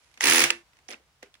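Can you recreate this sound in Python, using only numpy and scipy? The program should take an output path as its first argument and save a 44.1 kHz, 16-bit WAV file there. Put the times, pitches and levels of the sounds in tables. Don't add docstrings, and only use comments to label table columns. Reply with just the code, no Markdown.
import sys
import numpy as np
from scipy import signal
from scipy.io import wavfile
from scipy.ndimage import uniform_filter1d

SR = 44100
rng = np.random.default_rng(int(sys.argv[2]) if len(sys.argv) > 2 else 0)


def boost(x):
    u = np.asarray(x, float) / 20
    return 10 ** u


def waveform_to_disk(signal):
    frames = np.transpose(np.atleast_2d(signal))
    scaled = np.clip(frames, -1, 1) * 32767
    samples = np.round(scaled).astype(np.int16)
    wavfile.write(sys.argv[1], SR, samples)


N = 61739

# t/s, peak level/dB, delay of the anvil crack/ms, crack against the ring/dB, chime level/dB
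BLOWS = [(0.2374, -9, 3.23, 0.5, 2.5), (.2540, -10, 2.83, -1.5, -5), (0.2686, -8.5, 2.48, -4.5, 1),
         (0.2822, -7.5, 4.37, -5.5, -4), (0.2956, -10.5, 3.02, 4, 4.5), (0.3075, -13.5, 2.52, 1, 2.5),
         (0.3205, -10.5, 2.29, -1, -3.5), (.3324, -13.5, 2.37, -2.5, 4.5), (0.3434, -15.5, 2.67, 0, 1.5),
         (0.3564, -13, 2.3, -2.95, 2), (.3684, -13, 2.6, -2.5, 1), (0.3799, -12.5, 2.06, 1, -1),
         (0.392, -11, 2.01, 0.5, 3.5), (0.4032, -13, .7, 3.5, -4.5), (0.4173, -10.5, 2.5, -2.5, -3.5),
         (0.4384, -5, 0.93, 0.83, -3.5)]
# t/s, level/dB
THUMPS = [(.2364, -2), (.2536, 0.5), (.2672, 2), (0.2803, 0.5), (0.2947, -1.5), (0.3063, 0.5),
          (0.319, -0.5), (0.3309, -1), (.3428, -1.5), (.3549, -0.5), (0.3666, -0.5), (0.3785, 0),
          (0.3904, -0.5), (0.4024, -2.5), (0.4163, -0.5), (.438, -4)]
# t/s, peak level/dB, thud against it/dB, brightness/dB per octave, length/ms
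KNOCKS = [(0.1406, -46, -29.5, 29, 23), (.175, -34.5, -24.5, -3, 11.5), (0.733, -49, -29.5, -10, 14.6),
          (.769, -49, -30, 6, 16), (.788, -47.5, -28.5, -5, 13.6), (0.8868, -33, -9.5, -1, 35.6),
          (0.9034, -31, -20.5, 8.5, 16.6), (0.9079, -29, -16, 22, 10.5), (0.9126, -32.5, -25, -0.5, 7.2),
          (0.914, -36, -35, 7.5, 15), (.923, -35.5, -38, 11, 9.6), (0.9319, -32, -23, -3.5, 13.1),
          (0.997, -63.5, 2.5, -2, 11), (1.2245, -44.5, -31.5, -6, 33), (1.2284, -29, -25, -4, 9.9),
          (1.26, -51, -11.5, -16.5, 13), (1.341, -46, -46.5, 2, 22.3), (1.352, -46, -39, -4, 15.4)]
# t/s, peak level/dB
TRIGGER = [
    (0.2074, -9),
    (0.5049, -5),
]
# t/s, level/dB
MOTOR_EFFORT = [
    (.2, -67.5),
    (.205, -45.5),
    (.212, -32.5),
    (.222, -30),
    (.236, -31),
    (.26, -23),
    (.42, -24.5),
    (.45, -33),
    (.49, -43),
    (.53, -77.5),
]
# f/Hz, level/dB, t60/s
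BODY = [(1570, -22, 0.019), (1806, -1, 0.027), (1948.4, -6, .025), (2231.4, -7, 0.058), (2415, -4.5, .03),
        (2642, -3, .04), (2794, -6.5, .025), (2960, -15, 0.024), (3420, -6.5, 0.044), (4286, -14, 0.045),
        (5166, -13, 0.014), (6365, -4.5, 0.028)]
# f/Hz, density/dB per Hz
CRACK = [(300, -14.5), (1000, -11), (2200, -0.77), (4000, -11), (6200, -8.5), (8000, -20), (10300, -6.5),
         (12500, -24.5)]
# f/Hz, level/dB
LEAN = [(200, 2), (700, -1.5), (2000, -2), (5000, -9), (9000, -7.5), (14000, 0.78)]
# f/Hz, delay/samples
LAG = [(200, 2.5), (600, 14.0), (1120, 8.9), (1900, 3.3), (2600, 5.4), (6600, 2.7), (8000, 5.8)]

EDGES = 30 * 2 ** np.arange(0, 9.1, 1 / 3)
CENTRES = np.sqrt(EDGES[1:] * EDGES[:-1])


def in_time(rows):
    return np.interp(np.arange(N) / SR, *np.transpose(rows))


def at_hz(points, hz):
    return np.interp(np.log(hz), np.log(np.array(points)[:, 0]), np.array(points)[:, 1])


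def tilted(spectrum, tilt_db):
    return [(hz, db + tilt_db * np.log2(hz / 2500)) for hz, db in spectrum]


def filtered(x, order, hz, kind):
    return signal.sosfilt(signal.butter(order, hz, kind, fs=SR, output="sos"), x)


def clicks(s, gain):
    out = np.full(N, 1e-18)
    np.add.at(out, (np.asarray(s) * SR).astype(int), gain)
    return out


def dying(x, t60, rise):
    fall_pole = boost(-60 / (t60 * SR))
    rise_pole = np.exp(-1 / (max(rise, 1e-5) * SR))
    falling = signal.lfilter([1], [1, -fall_pole], x)
    return signal.lfilter([1 - rise_pole], [1, -rise_pole], falling)


def ring(x, hz, t60):
    r, w = boost(-60 / (t60 * SR)), 2 * np.pi * hz / SR
    return signal.lfilter([0, np.sin(w)], [1, -2 * r * np.cos(w), r * r], x)


def bands(lean=1):
    # f/Hz, likeness/0-1
    likeness = [(100, 0.8), (700, 0.9), (2000, 0), (5000, 0.1), (12000, 0)]
    white, out = rng.standard_normal((2, 2, N)), []
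    for k, hz in enumerate(CENTRES):
        mid, side = filtered(white[k % 2], 2, EDGES[k:k + 2], "band")
        alike = np.clip(at_hz(likeness, hz), 0, 1)
        pair = np.sqrt(1 + alike) * mid + np.sqrt(1 - alike) * side * [[1], [-1]]
        pair[0] = np.roll(pair[0], int(lean * at_hz(LAG, hz)))
        out.append(pair * boost(lean * at_hz(LEAN, hz) * np.array([[.5], [-.5]])))
    return np.array(out)


def colour(noise, spectrum):
    x = np.tensordot(boost(at_hz(spectrum, CENTRES)), noise, 1)
    return x / x.std()


def even(x):
    swell = np.sqrt(uniform_filter1d((x ** 2).mean(axis=0), size=40))
    return x / (swell + 0.18)


def struck(modes, s, db, spread_db, soft_hz):
    out = np.zeros((2, N))
    luck = rng.standard_normal((len(s), len(modes), 3))
    for k, (hz, level_db, t60) in enumerate(modes):
        jitter_s = 0.00013 * luck[:, k, 2] * (hz > 700)
        for c in range(2):
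            at = s + jitter_s + (1 - c) * at_hz(LAG, hz) / SR
            chance_db = spread_db * (luck[:, k, 0] + .5 * c * luck[:, k, 1])
            size_db = db + level_db + chance_db + at_hz(LEAN, hz) * (.5 - c)
            out[c] += (-1) ** k * ring(clicks(at, boost(size_db)), hz, t60)
    return filtered(out, 2, [modes[0][0] * 0.48, soft_hz], "band")


def outdoor_floor():
    # f/Hz, density/dB per Hz
    floor_colour = [(28, -26.5), (62, 3), (100, -14.5), (135, -5.5), (220, -19.5), (900, -13), (5000, -20),
                    (16000, -33)]
    # t/s, level/dB
    breeze = [
        (0, -66),
        (.15, -67),
        (.7, -65.5),
        (1.1, -68),
        (1.4, -67.5),
    ]
    return boost(in_time(breeze)) * colour(bands(lean=0), floor_colour)


def stand():
    hz, t60 = 144.6, .11
    s = np.transpose(THUMPS)[0]
    hum = ring(ring(clicks(s, 0.894), hz, t60), hz, t60)
    return boost(-17.5) * hum / (t60 * SR)


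def whine():
    s, db = np.transpose([row[:2] for row in BLOWS + TRIGGER + KNOCKS])
    db[len(BLOWS):] -= 4.0
    load_start_s = .25
    load_db = np.clip((np.arange(N) / SR - load_start_s) * 600.0, -14.0, 0)
    shaken = dying(clicks(s, boost(db - 25)), .018, .0008)
    level = shaken + boost(in_time(MOTOR_EFFORT) - 8.5 + load_db)
    narrow = signal.cheby1(6, 1, [14950, 16040], "band", fs=SR, output="sos")
    mid, side = signal.sosfilt(narrow, rng.standard_normal((2, N)))
    return level * np.array([side + .75 * mid, .75 * mid - side]) / mid.std()


def motor(noise):
    uneven = uniform_filter1d(rng.standard_normal(N), size=30) * np.sqrt(30)
    grit = boost(3.8 * uneven)
    return boost(in_time(MOTOR_EFFORT)) * grit * colour(noise, tilted(CRACK, 0.76))


def pings():
    # t/s, level/dB, f/Hz, t60/s
    parts = [(.2081, -12.5, 1952, 0.013), (.2081, -19, 6700, 0.0065), (.2078, -29, 885, 0.038),
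             (.4388, -11.5, 2100, 0.0098), (0.36, -14.5, 5600, .006), (0.5033, -2.5, 2700, 0.0071),
             (.5058, -7.5, 2066, 0.0061), (.5056, -17.5, 1500, 0.0106), (.5056, -11.5, 7200, 0.0053),
             (.5056, -13.5, 4820, 0.00483), (1.3418, -46, 3400, .015), (1.342, -53, 4080, 0.0124),
             (1.3534, -53.5, 3670, 0.0111), (0.925, -35, 3400, 0.0101), (.8865, -39, 6200, .012),
             (0.896, -38, 10000, .012), (0.8874, -52.5, 620, 0.0255), (0.884, -35.5, 5450, .012),
             (0.915, -39.5, 9500, 0.0104), (0.927, -33.5, 5000, .01), (0.943, -30.5, 2624, 0.0099),
             (0.923, -38.5, 2130, 0.0164), (.9318, -48, 10200, 0.0093), (1.2278, -42.5, 502, 0.0603),
             (1.2286, -50, 400, 0.1414), (1.229, -48, 2024, 0.0517)]
    return sum(struck([(hz, db, t60)], np.array([s]), 0, 0, min(2 * hz, 16000)) for s, db, hz, t60 in parts)


def knock_crack(noise, s, db, tilt_db, length_ms):
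    sloping = tilt_db * (CENTRES - 2500) < 0
    shape_db = at_hz(CRACK, CENTRES) - abs(tilt_db * np.log2(CENTRES / 2500)) * sloping
    start = int(s * SR)
    burst = np.tensordot(boost(shape_db), noise[:, :, start:start + SR // 4], 1)
    t = np.arange(burst.shape[1]) / SR
    fall = boost(-3 - 60000 * t / length_ms)
    out = np.zeros((2, N))
    out[:, start:start + len(t)] = even(burst / burst.std()) * boost(db) * fall * np.minimum(t / 0.00051, 1)
    return out


def knocks(noise):
    # f/Hz, level/dB, t60/s
    casing = [(238, -10, 0.048), (384.5, -6.5, 0.084), (460, -18, 0.042), (518.74, -3, 0.2),
              (740, 6, 0.041)]
    s, db, thud_db, tilt_db, length_ms = np.transpose(KNOCKS)
    out = struck(BODY, s, db - 18.5, 1.8, 7000.0)
    out += struck(casing, s, db + thud_db - 5.5, 2.4, 2100.0)
    hollow = np.tensordot(np.exp(-(np.log(CENTRES / 400) / .5) ** 2), noise, 1)
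    out += dying(clicks(s, boost(db + thud_db - 10)), 0.13, 0.00071) * hollow / hollow.std()
    out += dying(clicks(s, boost(db - 23.5)), 0.16, .002) * colour(noise, tilted(CRACK, -3.0))
    for k in range(len(s)):
        out += knock_crack(noise, s[k], db[k], tilt_db[k], length_ms[k])
    return out


def trigger(noise):
    # f/Hz, level/dB, t60/s
    snap_modes = [(1374, -6.5, .009), (2003, -4, 0.012), (2360, 8.5, 0.012), (2859.5, -0.5, 0.032),
                  (3363, -7, 0.015), (4208, 0.5, 0.0064), (5370, -13, 0.0055), (6366, 5.5, 0.006)]
    # f/Hz, level/dB, t60/s
    after_modes = [(345.3, -8, 0.23), (497, -3, .1), (925, -5, 0.095), (1775.7, -6, 0.24),
                   (1958, -4.5, .13), (2110, -8.5, .18), (2565, -1, .15), (2690, -1, 0.23),
                   (3408, -8.5, 0.16), (4250, -3, .06)]
    s, db = np.transpose(TRIGGER)
    spit = dying(clicks(s, boost(db - 5.5)), 0.0092, 0.00079) * even(colour(noise, CRACK))
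    snap = struck(snap_modes, s + 0.00054, db - 26, 1.5, 9000.0) + spit
    snap = filtered(snap, 4, 970, "high")
    echo = dying(clicks(s, boost(db - 31)), 0.2, .005) * colour(noise, tilted(CRACK, -3.5))
    after_db = db - 29.5 + [-11.0, 0]
    return snap + echo + struck(after_modes, s + .001, after_db, 0.91, 6600.0)


def log_thump():
    # f/Hz, level/dB, t60/s
    log_modes = [(278.4, -1, 0.074), (343, -10.5, 0.4), (334.8, 1.5, 0.055), (429.8, 2.5, 0.032),
                 (508.4, -5.5, 0.11), (854.5, -13.5, 0.065), (1246, -7, .04)]
    # f/Hz, t60/s, level/dB, fading/dB per s
    shank = (925, 0.0389, -25.5, -40.5)
    s, db = np.transpose(THUMPS)
    hz, t60, shank_db, fade_db = shank
    thump = struck(log_modes, s, db - 30, 0.35, 2800.0)
    return thump + struck([(hz, shank_db, t60)], s + .004, fade_db * (s - s[0]), 1.8, 3600.0)


def anvil():
    # f/Hz, level/dB, t60/s
    anvil_modes = [(4870, -5.5, .008), (5500, -7.5, .008), (6300, -4.5, 0.011)]
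    # f/Hz, level/dB, t60/s
    chime_modes = [(9130, -5.5, 0.014), (10150, 1, 0.018), (10700, -3, 0.0064), (11500, -6, 0.0089)]
    s, db, delay_ms, crack_db, chime_db = np.transpose(BLOWS)
    late, level_db = s + delay_ms / 1000, db.mean() - 7
    landing = struck(anvil_modes, late, level_db + crack_db, 1.5, 16000.0)
    return landing + struck(chime_modes, late, level_db + chime_db, 1.5, 16000.0)


def pulse_noise(noise):
    s, db, delay_ms, crack_db, _ = np.transpose(BLOWS)
    crack = dying(clicks(s + delay_ms / 1000, boost(db.mean() + crack_db + 2)), .011, .0004)
    rattle = dying(clicks(s, boost(db - 11)), 0.032, 0.0011)
    echo = dying(clicks(s, boost(db - 21.5)), 0.2444, .004)
    direct = np.hypot(crack, rattle) * even(colour(noise, tilted(CRACK, 2.5)))
    wash = echo * colour(noise[:, :, ::-1], tilted(CRACK, -1.5))
    return filtered(direct + wash, 4, 493.5, "high")


def hammer(noise):
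    s, db = np.transpose(BLOWS)[:2]
    body = struck(BODY, s, db - 8.5, 1.5, 18000.0)
    return log_thump() + body + anvil() + pulse_noise(noise)


def scene():
    one, two = bands(), bands()
    two_reversed = two[:, :, ::-1]
    echo_end_s = 0.6372
    fade = np.clip((echo_end_s - np.arange(N) / SR) / 0.018, .04, 1)
    tool = (hammer(one) + trigger(two_reversed)) * fade
    tool += motor(two) + knocks(two_reversed) + pings()
    tool = filtered(tool, 6, 10490, "low") + whine()
    tool = filtered(tool, 10, 205, "high") + stand()
    return tool + outdoor_floor()


def roll_off(x):
    return signal.sosfilt(signal.butter(12, 16970, fs=SR, output="sos"), x)


def record(dry):
    limit = 0.912
    rounded = limit * np.tanh(dry / limit)
    x = signal.sosfilt(signal.cheby2(12, 70, 16800, fs=SR, output="sos"), rounded)
    gap = signal.cheby2(2, 12, [12720, 14100], "bandstop", fs=SR, output="sos")
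    return roll_off(signal.sosfilt(gap, x))


dry = scene()
out = record(dry)
waveform_to_disk(out)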